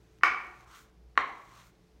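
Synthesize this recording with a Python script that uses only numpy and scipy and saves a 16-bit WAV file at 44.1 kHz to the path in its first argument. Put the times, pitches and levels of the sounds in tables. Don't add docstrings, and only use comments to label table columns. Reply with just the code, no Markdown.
import sys
import numpy as np
from scipy import signal
from scipy.fft import rfft, irfft, next_fast_len
from scipy.io import wavfile

SR = 44100
rng = np.random.default_rng(int(sys.argv[2]) if len(sys.argv) > 2 else 0)


def unload_audio(sound):
    columns = np.transpose(np.atleast_2d(sound))
    steps = np.round(np.clip(columns, -1, 1) * 32767)
    wavfile.write(sys.argv[1], SR, steps.astype(np.int16))


N = 88200
TIME = np.arange(N) / SR


def amp(db):
    return 10 ** (np.asarray(db) / 20)


def unit(x):
    return x / np.sqrt(np.mean(x ** 2) + 1e-20)


def along(points, hz):
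    point_hz, values = np.transpose(points)
    return np.interp(np.log(hz + 1), np.log(point_hz + 1), values)


def filtered(x, response):
    size = next_fast_len(N + SR // 2)
    return irfft(rfft(x, size) * response(np.fft.rfftfreq(size, 1 / SR)), size)[:N]


def causal(x, gain):
    def response(hz):
        cepstrum = irfft(np.log(np.maximum(gain(hz), 1e-6)))
        half = len(cepstrum) // 2
        return np.exp(rfft(cepstrum * np.r_[1, np.full(half - 1, 2), 1, np.zeros(half - 1)]))
    return filtered(x, response)


def noise(response):
    return unit(filtered(rng.standard_normal(N), response))


def cut(x, hz, kind, order):
    return signal.sosfilt(signal.butter(order, hz, kind, fs=SR, output="sos"), x)


def since(start):
    return np.maximum(TIME - start, 0)


def gate(start, end, edge_s=0.0049):
    return (1 - np.exp(-since(start) / edge_s)) * np.exp(-since(end) / edge_s)


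# frequency in Hz, level in dB.
AIR_EQ = [(20, -27.5), (42, 0), (62, -2.5), (85, -9.5), (130, -5.5), (200, -7.5), (260, -14), (330, -7.5),
          (450, -16), (700, -18), (1290, -26), (2000, -28), (3200, -32), (5280, -31.5), (8000, -41),
          (11000, -41.5), (16000, -46.5)]
# frequency in Hz, level in dB.
STEADY_TONES = [(59, -64.5), (118.5, -74), (175, -77.5), (437, -75.5)]


def room_tone():
    out = amp(-64.5) * noise(lambda hz: amp(along(AIR_EQ, hz)))
    for hz, db in STEADY_TONES:
        waver_db = 6 * noise(lambda f: np.exp(-(f / 6) ** 2))
        out += np.sqrt(2) * amp(db + waver_db) * np.sin(2 * np.pi * (hz * TIME + rng.random()))
    return out


# frequency in Hz, level in dB.
LATHER_EQ = [(200, -11.5), (700, -5.5), (1500, 7), (2500, 3), (4200, 1), (5000, -5.5), (6000, 0.5),
             (7500, -4.5), (9000, -7.5), (10300, -14.5), (12000, -11), (15000, -13.5)]


def foam(bubbles_per_s=900, spread_db=5):
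    pops = (rng.random(N) < bubbles_per_s / SR) * rng.standard_normal(N)
    pops *= amp(spread_db * rng.standard_normal(N))
    fizz = rng.standard_normal(N) + 0.6 * unit(pops)
    return unit(filtered(fizz, lambda hz: amp(along(LATHER_EQ, hz))))


# start in seconds, end in seconds, level in dB.
BRUSH_SQUEEZES = [(0, .19, -75.5), (0.314, 0.645, -68), (1.181, 1.494, -68), (1.725, 1.992, -79.5)]


def squeezes():
    return sum(amp(db) * gate(start, end) * foam() for start, end, db in BRUSH_SQUEEZES)


# frequency in Hz, time to fall 60 dB in seconds.
REVERB_T60 = [(150, .6), (350, 1), (700, 1), (1100, 0.65), (2200, 0.64), (4000, 0.56), (8000, 0.45),
              (14000, 0.37)]
# frequency in Hz, level in dB.
REVERB_EQ = [(150, -18), (250, -1), (330, 6.5), (450, 1), (560, -5), (700, 5.5), (830, 3), (950, -2.5),
             (1050, 5), (1300, -10), (1450, 0), (1750, -8), (2300, 6.5), (2750, -6), (3200, 3), (4100, 0),
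             (8500, 1.5), (14000, -4.5)]


def bathroom(x, onset_s=0.0077, early_db=1, early_t60_s=0.26):
    hz, t, spectrum = signal.stft(rng.standard_normal(SR), SR, nperseg=256)
    decay = amp(-60 * t / along(REVERB_T60, hz)[:, None]) + amp(early_db - 60 * t / early_t60_s)
    colour = amp(along(REVERB_EQ, hz))[:, None]
    tail = signal.istft(spectrum * decay * colour, SR, nperseg=256)[1][:SR]
    tail *= 1 - np.exp(-(TIME[:SR] / onset_s) ** 2)
    return signal.fftconvolve(x, tail / np.linalg.norm(tail))[:N]


# frequency in Hz, time to fall 60 dB in seconds,
# level in dB when struck at the first spot on the rim, level in dB at the second.
BOWL_MODES = [(370, 0.0085, -31, -26), (708.7, 0.0466, -26.5, -33.5), (1131.6, 0.026, -0.5, 0),
              (1378, .02, -0.5, 0), (1843, 0.014, -1, 0.5), (2148, 0.023, -5.5, -6.5),
              (2510, .014, -14.5, -11), (2948, .014, -14.5, -11.5), (4224, 0.0065, -20, -9.5),
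              (4560, .014, -22, -34), (5213, 0.012, -18, -38.5), (6020, 0.012, -27, -16.5),
              (8450, 0.002, -32.5, -24)]


def bowl(start, spot, pitch, ring, contact_hz):
    t = since(start)
    modes = np.zeros(N)
    for k, (hz, t60, *spot_db) in enumerate(BOWL_MODES):
        envelope = amp(spot_db[spot] - 60 * t / (t60 * ring))
        modes += (-1) ** k * envelope * np.sin(2 * np.pi * hz * pitch * t)
    return cut(modes, contact_hz, "low", order=3)


# start in seconds, level in dB.
RIM_TOUCHES = [(0.2105, -40.5), (1.155, -46)]


def ticks():
    out = np.zeros(N)
    for spot, (start, db) in enumerate(RIM_TOUCHES):
        wood = bowl(start, spot, pitch=0.99, ring=0.4, contact_hz=3500)
        tick = cut(wood, 1500, "high", order=2)
        out += amp(db) * (tick + amp(6.5) * bathroom(tick))
    return out


# frequency in Hz, level in dB.
CRACK_EQ = [(150, -21.5), (420, -9.5), (620, -20), (1000, -9.5), (1700, 6.5), (2700, -1), (3500, -17.5),
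            (5000, -19.5), (7200, -25.5), (9300, -29), (10500, -38), (15000, -30.5)]


def crack(start, db, cutoff_hz, grit_db=-16, t60_s=0.024):
    t = since(start)
    blow = rng.standard_normal(N) * (t > 0) * amp(grit_db - 60 * t / t60_s)
    blow[round(start * SR)] += 1
    coloured = causal(blow, lambda hz: 10 * amp(db + along(CRACK_EQ, hz)))
    return cut(coloured, cutoff_hz, "low", order=4)


# start in seconds, level in dB, pitch factor, ring length factor,
# ring low-pass in Hz, crack trim in dB, crack low-pass in Hz, reverb send in dB.
RIM_KNOCKS = [(0.2342, -8.5, 1.0284, 0.91, 4600, -7.5, 15730, 0),
              (1.1757, -9.5, 0.973, 0.8, 3820, -12, 8400, -5.5)]


def knocks(door_delay_s=0.0027, door_db=-8.5):
    out = np.zeros(N)
    for spot, (start, db, pitch, ring, contact_hz, crack_db, crack_hz, send_db) in enumerate(RIM_KNOCKS):
        hit = bowl(start, spot, pitch, ring, contact_hz) + crack(start, crack_db, crack_hz)
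        hit = cut(hit, 238, "high", order=4)
        door = filtered(hit, lambda hz: amp(door_db) * np.exp(-2j * np.pi * hz * door_delay_s))
        out += amp(db) * (hit + door + amp(send_db) * bathroom(hit))
    return out


# start, peak and end in seconds, rise and fall in dB,
# hiss level and hollow level in dB, the hollow's first and last pitch in Hz.
RIM_STROKES = [(0.659, 0.755, 0.9, 11.5, 21.5, -57, -55.5, 1126, 1479),
               (1.477, 1.597, 1.705, 8.5, 14, -59.5, -61, 1051, 1280)]


def swishes(half_hold_s=0.01, hollow_width_hz=700, hollow_lead_s=0.022):
    out = np.zeros(N)
    for start, peak, end, rise_db, fall_db, hiss_db, hollow_db, start_hz, end_hz in RIM_STROKES:
        corners_s = [start, peak - half_hold_s, peak + half_hold_s, end]
        swell_db = np.interp(TIME, corners_s, [-rise_db, 0, 0, -fall_db])
        early_swell_db = np.interp(TIME + hollow_lead_s, TIME, swell_db)
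        glide_hz = np.interp(TIME, [start, end], [start_hz, end_hz])
        band = noise(lambda hz: 1 / (1 + (2 * hz / hollow_width_hz) ** 2) ** 2)
        hollow = unit(band * np.sin(2 * np.pi * np.cumsum(glide_hz) / SR))
        hiss = amp(hiss_db + swell_db) * foam()
        out += gate(start, end) * (hiss + amp(hollow_db + early_swell_db) * hollow)
    return out


# frequency in Hz, level in dB.
SPRAY_EQ = [(1000, -31.5), (4000, -1.5), (7000, 3), (10300, -8), (13000, -2), (15500, -4)]
# peak in seconds, half length in seconds, level in dB.
TIP_FLICKS = [(.795, .05, -65), (1.667, 0.038, -69.5)]


def flicks():
    out = np.zeros(N)
    for peak, half_s, db in TIP_FLICKS:
        envelope = amp(db) * np.exp(-((TIME - peak) / half_s) ** 2)
        out += envelope * noise(lambda hz: amp(along(SPRAY_EQ, hz)))
    return out


def scene():
    handle = knocks() + ticks()
    lather = swishes() + squeezes()
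    return (handle + lather + amp(-12) * bathroom(lather) + flicks() + room_tone())[None]


def record(dry):
    return filtered(dry[0], lambda hz: hz < 15850)[None]


dry = scene()
out = record(dry)
unload_audio(out)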